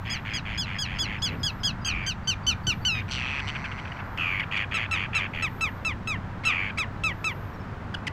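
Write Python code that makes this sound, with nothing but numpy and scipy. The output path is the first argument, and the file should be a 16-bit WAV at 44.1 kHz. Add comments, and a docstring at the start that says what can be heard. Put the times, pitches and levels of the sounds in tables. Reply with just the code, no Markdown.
"""Terns on a shell bank

By a coastal marsh, one tern flies in with sharp falling "kek" calls and lands with a rasp; the other answers
in rattling trills, then both call on the ground. Keks are harmonic glides, trills chopped whistles, the rasp
a pulsed ringing throat and the clucks short bursts of uneven cycles. Behind them filtered noise makes far air,
soft footsteps, low wind buffets and a faint high insect; wavering sines make an engine drone and far chirps."""
import sys
import numpy as np
from scipy import signal
from scipy.fft import rfft, irfft, next_fast_len
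from scipy.io import wavfile
from scipy.ndimage import map_coordinates

SR = 44100
rng = np.random.default_rng(int(sys.argv[2]) if len(sys.argv) > 2 else 0)


def wrap_up_sound(samples):
    """Save the sound to the file named by the first command line argument, as 16-bit audio."""
    columns = np.atleast_2d(samples).T
    # keep every value between -1 and 1, then stretch to whole-number steps
    tamed = np.clip(columns, -1, 1)
    steps = np.round(tamed * 32767).astype(np.int16)
    wavfile.write(sys.argv[1], SR, steps)


N = 358091
TIME = np.arange(N) / SR
TOP_HZ = 15750  # upper limit of the sound


def undb(db):
    """Decibels to gain."""
    return 10 ** (np.asarray(db) / 20)


def unit(x):
    """Scale to rms 1."""
    return x / np.sqrt(np.mean(x ** 2) + 1e-18)


def curve(table, at):
    """A two-column table joined by straight lines."""
    return np.interp(at, *np.transpose(table))


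def colour(points, hz):
    """Gain of a (Hz, dB) spectrum at the given frequencies."""
    f, db = np.transpose(points)
    return undb(np.interp(np.log(hz + 1), np.log(f), db))


def shaped(x, points):
    """Pass a sound through a (Hz, dB) spectrum."""
    size = 2 ** 19
    hz = np.arange(size // 2 + 1) * SR / size
    return irfft(rfft(x, size) * colour(points, hz))[:N]


def resonate(x, hz, width_hz):
    """One resonance, gain 1 at its centre."""
    return signal.lfilter(*signal.iirpeak(min(hz, SR / 2 - 1), hz / width_hz, fs=SR), x)


def ringing_noise(hz, width_hz):
    """Noise of full length through the same resonance twice."""
    return resonate(resonate(rng.standard_normal(N), hz, width_hz), hz, width_hz)


def steady(x):
    """Even out the strength of a narrow-band sound, leaving its wavering pitch."""
    return np.cos(np.angle(signal.hilbert(x, next_fast_len(N))[:N]))


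def wander(rate_hz, size):
    """Random drift of spread about 1 that heads for a new value rate_hz times a second."""
    at = np.arange(size) * rate_hz / SR
    return map_coordinates(rng.standard_normal(size + 2), [at], order=1, mode="nearest") * np.sqrt(3 / 2)


def turn(hz):
    """Running phase of a moving frequency."""
    return 2 * np.pi * np.cumsum(hz) / SR


def fade(size, edge_s):
    """A gate with soft edges."""
    t = np.arange(size) / SR
    return np.sin(np.pi / 2 * np.clip(np.minimum(t, t[-1] - t) / edge_s, 0, 1)) ** 2


def swell(centre_s, length_s):
    """A smooth swell over the whole scene, centred on one moment."""
    return np.exp(-np.minimum((2 * (TIME - centre_s) / length_s) ** 2, 50))


def add(out, s, x):
    """Mix a sound in at time s."""
    i = max(int(s * SR), 0)
    out[i:i + len(x)] += x[:max(N - i, 0)]


# Spectrum of the far air. Each row: frequency in Hz, density in dB per Hz.
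AIR_SPECTRUM = [(20, -9.5), (60, -3.5), (110, -2), (190, -6.5), (330, -17.5), (450, -21), (620, -21),
                (900, -17), (1550, -19.5), (2300, -28), (3700, -37), (7100, -49), (10200, -60),
                (15500, -59)]
# Swell of the rumble. Each row: time in seconds, level change in dB.
RUMBLE_SWELL = [(0, -.5), (1.1, 2), (2.8, 1.9), (3.3, 0), (4.9, -1.7), (5.4, 1.2), (6.5, 0), (8.1, -1)]
# Swell of the distant rush around 1 kHz. Each row: time in seconds, level change in dB.
RUSH_SWELL = [(0, 1), (2.8, 0.2), (3.5, 3), (4.6, 4), (5.6, -0.4), (8.1, 0.4)]
AIR_DB = -36  # rms of the air before its bands move
THRUM_SWING = 1.4  # the deepest wind thrum swings this many times as far in dB as the rumble
WASH_START_DB, WASH_DB_PER_S = -4.5, 1.08  # the wash around 450 Hz grows steadily


def distant_air():
    """Wind thrum, rumble, wash and rush from far off: coloured noise split into bands that swell apart."""
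    size = next_fast_len(N, real=True)
    f = np.arange(size // 2 + 1) * SR / size
    noise = irfft(rfft(rng.standard_normal(size)) * colour(AIR_SPECTRUM, f), size)
    rest = rfft(unit(noise)) * undb(AIR_DB)
    rumble_db = curve(RUMBLE_SWELL, TIME)
    wash_db = WASH_START_DB + WASH_DB_PER_S * TIME
    bands = [(60, THRUM_SWING * rumble_db), (310, rumble_db), (620, wash_db), (2400, curve(RUSH_SWELL, TIME))]
    out = np.zeros(N)
    for edge_hz, db in bands:
        band = rest / (1 + (f / edge_hz) ** 6)
        rest = rest - band  # what is left lies above this edge
        out += irfft(band, size)[:N] * undb(db + 0.5 * wander(6, N))
    return out + irfft(rest, size)[:N] * undb(-3)


# Hum of the far engine. Each row: frequency in Hz, rms level in dB.
ENGINE_TONES = [(97.3, -42.5), (194.6, -55.5)]


def engine_drone():
    """Two tones an octave apart share one wavering engine speed, each with its own drift in level."""
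    speed = 1 + 0.0082 * wander(6, N)
    out = np.zeros(N)
    for hz, db in ENGINE_TONES:
        tone = np.sin(turn(hz * speed)) * undb(2 * wander(6, N))
        out += unit(tone) * undb(db)
    return out


# Phrases of the insect. Each row: middle in seconds, level in dB.
INSECT_PHRASES = [(.1, -71), (1.45, -67.5), (2.84, -66.5), (4.224, -68), (5.6, -65), (7.346, -66.5)]
INSECT_PHRASE_S = 0.43


def insect():
    """A very high, thin buzz of narrow-band noise that swells and rests."""
    buzz = unit(ringing_noise(12900, 1400))
    return buzz * sum(undb(db) * swell(s, INSECT_PHRASE_S) for s, db in INSECT_PHRASES)


# Soft footsteps and low wind buffets, the buffets being the rows near 60 to 75 Hz.
# Each row: middle in seconds, length in seconds, centre of the noise in Hz, level in dB.
STEPS_AND_BUFFETS = [(1.029, 0.018, 230, -32), (1.342, 0.12, 286, -38.5), (1.964, 0.1, 60.5, -33),
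                     (2.513, 0.15, 75, -33), (2.68, 0.013, 233, -30), (5.872, 0.21, 61.4, -36.5)]


def footsteps_and_buffets():
    """Short thuds and slower gusts of low rumble: low, broadly resonant noise under a smooth swell."""
    out = np.zeros(N)
    for s, length, hz, db in STEPS_AND_BUFFETS:
        out += unit(ringing_noise(hz, hz)) * undb(db) * swell(s, length)
    return out


def chirp(length_s, pitch_hz, sag, db):
    """A thin, soft whistle that sags in pitch."""
    along = np.linspace(0, 1, int(length_s * SR))
    hz = pitch_hz * (1 - sag * along ** 2 + 0.0071 * wander(460, len(along)))
    return np.sin(turn(hz)) * np.sin(np.pi * along) * undb(db)


FAR_CHIRPS_PER_S, FAR_CHIRP_S, FAR_CHIRP_HZ = 4, 0.035, (3900, 5660)  # pitch: lowest, highest
FAR_CHIRP_DB = -59  # the loudest; others lie up to 10 dB lower


def far_chirps():
    """Other birds far across the marsh: small whistles at random times, pitches and levels."""
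    out = np.zeros(N)
    for when, pitch, distance in rng.random((int(FAR_CHIRPS_PER_S * N / SR), 3)):
        hz = np.interp(pitch, [0, 1], FAR_CHIRP_HZ)
        add(out, when * N / SR, chirp(FAR_CHIRP_S, hz, 0.024, FAR_CHIRP_DB - 10 * distance))
    return out


# Throat of a cluck. Each row: frequency in Hz, gain in dB.
CLUCK_COLOUR = [(700, -19), (1400, 14), (1900, 17.5), (2700, 19), (3250, 10.5), (3800, -21), (4500, 11.5),
                (6500, 0), (9000, -5), (15000, -30)]
CLUCK_GLIDE, CLUCK_JITTER = 0.11, 0.067  # pitch swing about its mean; scatter of the cycles, both as shares


def cluck(length_s, pitch_hz, db, bright_db):
    """A few uneven, slowing cycles of the syrinx through a broad throat; bright_db sets the high overtones."""
    size = int(length_s * SR)
    hz = pitch_hz * (1 + CLUCK_GLIDE * np.linspace(1, -1, size))
    phase = turn(hz * (1 + CLUCK_JITTER * wander(1200, size)))
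    voice = np.zeros(size)
    for k in range(1, 13):
        overtone_db = bright_db * np.clip((k * hz - 3600) / 1800, 0, 1)
        voice += colour(CLUCK_COLOUR, k * hz) * undb(overtone_db) * np.cos(k * phase)
    return unit(voice * fade(size, 0.0011)) * undb(db)


# Short clucks. Each row: start in seconds, length in seconds, mean pitch in Hz, rms level in dB,
# high overtones in dB.
CLUCK_CALLS = [(2.734, 0.0093, 970, -40, -14), (3.394, 0.016, 800, -34, -14), (3.551, 0.02, 804, -33, -26),
               (3.641, .023, 805, -33, -17), (3.714, 0.013, 744, -35.5, -28), (3.779, 0.024, 785, -39, -16),
               (3.852, 0.0084, 817, -38, -24), (3.873, 0.011, 810, -42, -20),
               (3.918, 0.0075, 935, -36, -21), (3.965, .01, 790, -43, -20), (3.99, 0.02, 834, -40.5, -30),
               (4.174, .006, 944, -34, -11), (4.396, 0.014, 1049, -27, -22),
               (4.566, 0.015, 1118, -28.5, -14), (6.436, 0.016, 1060, -36, -12),
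               (6.774, 0.018, 1110, -31, -8), (7.941, 0.0127, 1528, -30, -11),
               (8.068, 0.016, 1012, -28.5, -5)]


def clucks():
    """A run of clucks on landing, and single ones between the calls."""
    out = np.zeros(N)
    for s, length, hz, db, bright_db in CLUCK_CALLS:
        add(out, s, cluck(length, hz, db, bright_db))
    return out


# Landing rasps. Each row: start in seconds, length in seconds, throat resonance in Hz, its level in dB,
# level of the upper resonances in dB, fading in dB per second, shrillness of the start from 0 to 1.
RASP_CALLS = [(3.076, 0.038, 2400, -44, -52, 0, 0.06), (3.103, 0.308, 2556, -33.5, -49.5, 3, 1),
              (3.409, .61, 2075, -42, -51.5, 19, .03), (3.468, 0.044, 2500, -32.5, -59, 30, 0.8)]
# Throat of the rasping bird. Each row: frequency in Hz, gain in dB.
RASP_COLOUR = [(2000, 3.5), (6400, -3), (7000, -9), (8000, 1.5), (8700, 0), (15000, -15)]
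RASP_RATE_HZ, RASP_EDGE_S = 134, 0.012
# a fully shrill start lifts the resonance and moves its strength upward
SHRILL_S, SHRILL_HZ, SHRILL_UPPER_DB, SHRILL_BODY_DB = 0.081, 563.6, 15.5, -3.5


def rasp():
    """Fast, nearly even pulses ring the throat; a shrill start sinks to a growl."""
    gate = np.exp(np.cos(turn(RASP_RATE_HZ * (1 + 0.02 * wander(140, N) + 0.03 * wander(12, N)))) - 1)
    resonances = [(4360, 900, 4), (5840, 520, 0.5), (7330, 590, -9.5)]  # (Hz, width Hz, dB)
    upper = sum(undb(db) * steady(ringing_noise(hz, width_hz)) for hz, width_hz, db in resonances)
    out = np.zeros(N)
    for s, length, hz, db, upper_db, fading_db, shrillness in RASP_CALLS:
        size = int(length * SR)
        t = np.arange(size) / SR
        span = slice(int(s * SR), int(s * SR) + size)
        shrill = shrillness * np.exp(-(t / SHRILL_S) ** 2)
        whistle = turn((hz + SHRILL_HZ * shrill) * (1 + 0.096 * wander(2400, size)))
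        beat = 1 + 0.66 * np.sin(turn(560 * (1 + 0.244 * wander(400, size))))
        ring = np.sin(whistle) * beat + undb(-15) * np.sin(whistle / 2)
        body = unit(gate[span] * ring) * undb(db + SHRILL_BODY_DB * shrill ** 2)
        edge = unit(gate[span] * upper[span]) * undb(upper_db + SHRILL_UPPER_DB * shrill)
        add(out, s, (body + edge) * undb(-fading_db * t) * fade(size, RASP_EDGE_S))
    return shaped(out, RASP_COLOUR)


def trill(rate, pitch_hz, db, share, harsh, swing=0.98, flick=8.1):
    """The syrinx opens about a hundred times a second: a chopped whistle if clear, a dry rattle if harsh."""
    size = len(rate)
    cycles = np.cumsum(rate) / SR
    cycles *= round(cycles[-1]) / (cycles[-1] + 1e-6)  # end on a whole pulse
    # every pulse draws its own timing, pitch and level
    late, sharp, loud = rng.standard_normal((64, 3))[cycles.astype(int)].T
    place = np.clip((2 * (cycles % 1) - 1 + 0.08 * late) / share, -1, 1)  # -1 to 1 while open
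    gate = 1 - abs(place) ** 3 + 0.08  # a little sound leaks through between pulses
    hz = pitch_hz * (1 + harsh * (0.0317 * sharp + 0.0865 * wander(2200, size)))
    phase = turn(hz) + flick * place ** 3  # the pitch flicks up at both edges of a pulse
    # (multiple of the whistle, dB)
    partials = [(1 / 2, -10 - 6 * harsh), (1, 0), (3 / 2, -23 + 8 * harsh), (2, -24), (5 / 2, -37), (3, -38)]
    voice = sum(undb(level_db) * np.sin(k * phase) for k, level_db in partials)
    # a second membrane spreads side bands
    beat = 1 + swing * harsh * np.sin(turn(620 * (1 + 0.249 * wander(400.5, size))))
    hiss = undb(-29) * harsh * rng.standard_normal(size)
    effort_db = db - 3 * np.linspace(-1, 1, size) ** 4 + 0.29 * loud
    return (voice * beat + hiss) * gate * undb(effort_db) * fade(size, 0.0079)


# Short rattling trills. Each row: first pulse in seconds, last pulse in seconds, pulses per second,
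# level in dB before the throat, harshness from 0 to 1.
RATTLE_CALLS = [(.053, .183, 121, -33.5, 1), (0.252, 0.38, 109, -33, .95), (0.454, .575, 110, -33.5, .94),
                (0.659, 0.776, 98, -34, .98), (0.853, .982, 90, -34.5, .98), (1.047, 1.174, 99, -33.5, 1),
                (1.258, 1.341, 96, -37.5, .98), (2.944, 3.008, 105, -33, 0.7),
                (4.514, 4.632, 103, -25, 0.63), (4.714, 4.849, 111, -27, 0.75),
                (4.929, 5.048, 95, -26, 0.59), (5.133, 5.254, 94, -26.5, 0.57),
                (5.337, 5.435, 84, -31, 0.87)]
# Long "kreer" trills. Each row: first pulse in seconds, last pulse in seconds, level in dB before the throat,
# harshness at the start from 0 to 1.
KREER_CALLS = [(1.862, 2.069, -24.5, 0.18), (4.184, 4.427, -20, 0.15), (6.462, 6.694, -20.5, 0.19)]
# Throat of the trilling bird. Each row: frequency in Hz, gain in dB.
TRILL_COLOUR = [(800, 3), (1300, 0.5), (2000, 7.5), (2700, -1.5), (3300, 0.5), (3800, -15), (4500, -1),
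                (5100, -12.5), (5800, -9), (6600, 1.5), (7800, -6), (8800, -7), (15000, -8)]
RATTLE_HZ = (2433, 2278)  # pitch, start and end
RATTLE_OPEN, RATTLE_SPEEDUP = 0.63, 0.069  # open share of a cycle; rate swing about its mean
KREER_HZ, KREER_RATE_HZ = (2638, 2170), (74, 103)  # pitch and pulse rate, start and end
KREER_SWELL_DB, KREER_SWELL_S = 2, 0.044
KREER_SAG_POWER, KREER_OPEN, KREER_FADE_DB, KREER_HARSHENS = 2.1, 0.79, 11, 0.65
# the low cluck that ends a trill: its level against the trill, its lag after the last pulse
CLOSING_S, CLOSING_HZ, CLOSING_DB, CLOSING_LAG_S = 0.0134, 851, -7.5, 0.0029


def trills():
    """Rattles quicken a little; a kreer sinks, quickens, fades and turns harsh. Each closes with a cluck."""
    out, closings = np.zeros(N), np.zeros(N)
    for first, last, rate, db, harsh in RATTLE_CALLS:
        along = np.linspace(0, 1, int((last - first + 1 / rate) * SR))
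        rates = rate * (1 + RATTLE_SPEEDUP * (2 * along - 1))
        hz = np.interp(along, [0, 1], RATTLE_HZ)
        add(out, first - 0.5 / rate, trill(rates, hz, db, RATTLE_OPEN, harsh))
        add(closings, last + CLOSING_LAG_S, cluck(CLOSING_S, CLOSING_HZ, db + CLOSING_DB, bright_db=-39))
    for first, last, db, harsh in KREER_CALLS:
        period = 1 / np.mean(KREER_RATE_HZ)
        along = np.linspace(0, 1, int((last - first + period) * SR))
        t = np.arange(len(along)) / SR
        hz = KREER_HZ[1] + (KREER_HZ[0] - KREER_HZ[1]) * (1 - along) ** KREER_SAG_POWER
        rates = np.interp(along, [0, 1], KREER_RATE_HZ)
        effort_db = db - KREER_SWELL_DB * np.exp(-t / KREER_SWELL_S) - KREER_FADE_DB * along
        harshness = harsh + KREER_HARSHENS * along ** 2
        add(out, first - period / 2, trill(rates, hz, effort_db, KREER_OPEN, harshness))
        closing_db = db - KREER_FADE_DB / 2 + CLOSING_DB
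        add(closings, last + CLOSING_LAG_S, cluck(CLOSING_S, CLOSING_HZ, closing_db, bright_db=-30))
    return shaped(out, TRILL_COLOUR) + closings


KEK_SWELL_S, KEK_CLEARS_S = 0.011, 0.004
KEK_ROUGH, KEK_END_ROUGH = 0.013, 0.58  # roughness in the middle; added as the voice gives out
KEK_BRIGHT_DB_PER_OCTAVE = 46  # a tenser syrinx sings higher and brighter
KEK_OPENING_DB, KEK_OPENING_S = 6.5, 0.0023  # the overtones build up as the bill opens
KEK_HISS_DB = -22  # hiss against the voice, before the call's own brightness


def keks(table, throat, usual_hz, hold, fall, arch, drop, sustain, swell_db, release_db, end_overtones_db,
         fundamental_db, third_db, upper_db, jitter, shimmer, ground_db, brightening_db_per_s=0):
    """A harsh start clears into an arched harmonic glide, its levels set against the second harmonic."""
    out = np.zeros(N)
    middle_s = (table[0][0] + table[-1][0]) / 2
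    for s, length, top_hz, level_db in table:
        size = int(length * SR)
        t, along = np.arange(size) / SR, np.arange(size) / size
        released = np.maximum(along - sustain, 0) / (1 - sustain)
        db = level_db - swell_db * np.exp(-t / KEK_SWELL_S) - release_db * released
        rough = KEK_ROUGH + np.exp(-(t / KEK_CLEARS_S) ** 2) + KEK_END_ROUGH * released ** 4

        bend = 1 - drop * np.tanh((np.maximum(along - hold, 0) / fall) ** arch)
        scoop_hz = 0.58 * max(top_hz - 1470, 0) * np.exp(-t / 0.0078)  # the highest calls rise from below
        hz = top_hz * bend - scoop_hz
        phase = turn(hz * (1 + min(jitter, 0.1) * rough * wander(1500, size)))  # jitter stops at 0.1

        tension_db = KEK_BRIGHT_DB_PER_OCTAVE * np.log2(top_hz / usual_hz)
        tension_db = tension_db - KEK_OPENING_DB * np.exp(-t / KEK_OPENING_S)
        slack_db = -22 * np.clip(1 - hz / top_hz, 0, 1)
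        trend_db = brightening_db_per_s * (s - middle_s)  # a run of calls may grow brighter
        third_now_db = third_db + 0.88 * tension_db + end_overtones_db * released / 2
        upper_now_db = upper_db + tension_db + trend_db + end_overtones_db * released
        gains = [undb(fundamental_db), 1, undb(third_now_db)]
        for k in range(4, 13):
            # a slackening syrinx loses its highest overtones first
            gain = undb(upper_now_db + slack_db * (k - 0.5)) * colour(throat, k * hz)
            gains.append(gain * (k * hz < TOP_HZ))
        voice = np.zeros(size)
        for k, gain in enumerate(gains, 1):
            voice += gain * np.sin(k * phase) * undb(0.78 * wander(83, size))

        # rough cycles alternate strong and weak
        doubling = 1 + shimmer * rough * (np.sin(phase / 2) + 0.24 * wander(900, size))
        hiss_db = KEK_HISS_DB + upper_db / 2 - 8 * released ** 3
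        hiss = undb(hiss_db) * resonate(rng.standard_normal(size), 5500, 5000)
        call = (voice * doubling + hiss) * undb(db) * fade(size, 0.0029)
        add(out, s, call)
        # the bounce off the ground beats against the glide
        add(out, s + rng.uniform(0.0024, 0.005), call * undb(ground_db))
    return out


# Keks on the ground. Each row: start in seconds, length in seconds, top pitch in Hz, level in dB.
GROUND_CALLS = [(4.74, 0.069, 1332, -24), (4.91, 0.082, 1333, -23.5), (5.147, 0.076, 1340, -22),
                (5.422, 0.065, 1324, -22.5), (5.608, 0.089, 1326, -22), (5.847, 0.088, 1325, -24),
                (6.072, 0.095, 1306, -24), (6.45, .09, 1337, -20.5), (6.782, .067, 1312, -21.5),
                (7.035, 0.094, 1313, -22.5), (7.241, 0.09, 1319, -23.5)]
# Throat on the ground, for harmonics 4 and up. Each row: frequency in Hz, gain in dB.
GROUND_COLOUR = [(3500, -8), (5300, 0), (6600, -2), (8100, -5.5), (8700, -16.5), (10600, -15.5),
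                 (12000, -24.5), (15500, -27)]
# How a kek is sung, here and in the two styles below. Overtone levels in dB hold at usual_hz.
# The pitch holds, then falls by up to the share "drop", arch being the power of the bend;
# hold, fall and sustain (before the level dies away) are shares of the length.
# Swell, release, end overtones and ground bounce are in dB; jitter and shimmer are shares, scaled by roughness.
GROUND_MANNER = dict(usual_hz=1318, hold=.2, fall=1.04, arch=1.7, drop=.6, sustain=0.35, swell_db=3, release_db=13, end_overtones_db=11, brightening_db_per_s=0.8, fundamental_db=-9, third_db=-13, upper_db=-17, jitter=0.094, shimmer=1, ground_db=-11)


def ground_keks():
    """The lower keks on the ground, their upper overtones gaining strength from call to call."""
    return keks(GROUND_CALLS, GROUND_COLOUR, **GROUND_MANNER)


# Keks in flight. Each row: start in seconds, length in seconds, top pitch in Hz, level in dB.
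FLIGHT_CALLS = [(0.097, 0.082, 1687, -32.5), (0.334, .071, 1675, -32), (.575, 0.079, 1709, -29.5),
                (0.784, 0.083, 1689, -28), (.985, 0.083, 1703, -28), (1.219, 0.08, 1704, -26.5),
                (1.43, 0.08, 1694, -26), (1.632, 0.084, 1681, -26), (1.846, 0.084, 1622, -27),
                (2.062, 0.072, 1586, -26.5), (2.272, 0.072, 1545, -24), (2.465, 0.073, 1530, -21.5),
                (2.667, 0.069, 1513, -21)]
# The drawn-out kek just before landing. Each row: start in seconds, length in seconds, top pitch in Hz,
# level in dB.
LANDING_CALL = [(2.849, 0.16, 1519, -20)]
# Throat in flight, for harmonics 4 and up. Each row: frequency in Hz, gain in dB.
FLIGHT_COLOUR = [(4000, 6), (5200, 6.5), (6200, 2.5), (6800, -8.5), (7500, -12), (9000, -23.5),
                 (11000, -30), (15500, -27.5)]
# The manner of the keks in flight and of the landing kek, with the settings named above.
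FLIGHT_MANNER = dict(usual_hz=1700, hold=.34, fall=.67, arch=1.3, drop=.33, sustain=0.48, swell_db=5, release_db=10.5, end_overtones_db=-8.5, fundamental_db=-14.5, third_db=-0.5, upper_db=-.5, jitter=.13, shimmer=0.13, ground_db=-8)
LANDING_MANNER = dict(usual_hz=1530, hold=0.17, fall=.315, arch=0.78, drop=.195, sustain=0.19, swell_db=2.5, release_db=17, end_overtones_db=4, fundamental_db=-17, third_db=-9, upper_db=-11.5, jitter=0.13, shimmer=0.69, ground_db=-31)
LEAD_IN_S, LEAD_IN_DB, LEAD_IN_SAG = 0.036, -53, 0.038  # sag as a share of the pitch


def flight_keks():
    """The falling keks of the arriving bird, the last drawn out, each after a faint lead-in whistle."""
    out = keks(FLIGHT_CALLS, FLIGHT_COLOUR, **FLIGHT_MANNER)
    out += keks(LANDING_CALL, FLIGHT_COLOUR, **LANDING_MANNER)
    for s, _, top_hz, _ in FLIGHT_CALLS + LANDING_CALL:
        whistle_hz = 3.05 * top_hz  # near the third harmonic of the kek
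        add(out, s - LEAD_IN_S, chirp(LEAD_IN_S, whistle_hz, LEAD_IN_SAG, LEAD_IN_DB))
    return out


def scatter(x, t60, wet_db):
    """The shell bank and rocks throw back a faint, dull tail: decaying noise as an echo pattern."""
    t = np.arange(SR // 2) / SR
    tail = resonate(rng.standard_normal(len(t)), 1800, 3800) * undb(-60 * t / t60) * (t > 0.004)
    return signal.fftconvolve(x, tail / np.sqrt(np.sum(tail ** 2)))[:N] * undb(wet_db)


# Phase-turned share of the birds that sets left against right. Each row: frequency in Hz, gain in dB.
SIDE_COLOUR = [(700, -65), (1500, -65.5), (2800, -61), (5000, -31.5), (12000, -42)]


def scene():
    """All sources stand nearly dead ahead; only a trace of phase in the calls differs between the ears."""
    birds = far_chirps() + clucks() + rasp() + trills() + ground_keks() + flight_keks()
    background = distant_air() + engine_drone() + insect() + footsteps_and_buffets()
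    mid = background + birds + scatter(birds, t60=0.13, wet_db=-21)
    side = signal.hilbert(shaped(birds, SIDE_COLOUR), next_fast_len(N))[:N].imag
    return np.array([mid + side, mid - side])


def record(dry):
    """The recorder cuts the top with a steep low-pass."""
    return signal.sosfilt(signal.ellip(10, 0.2, 70, TOP_HZ, fs=SR, output="sos"), dry)


dry = scene()
out = record(dry)
wrap_up_sound(out)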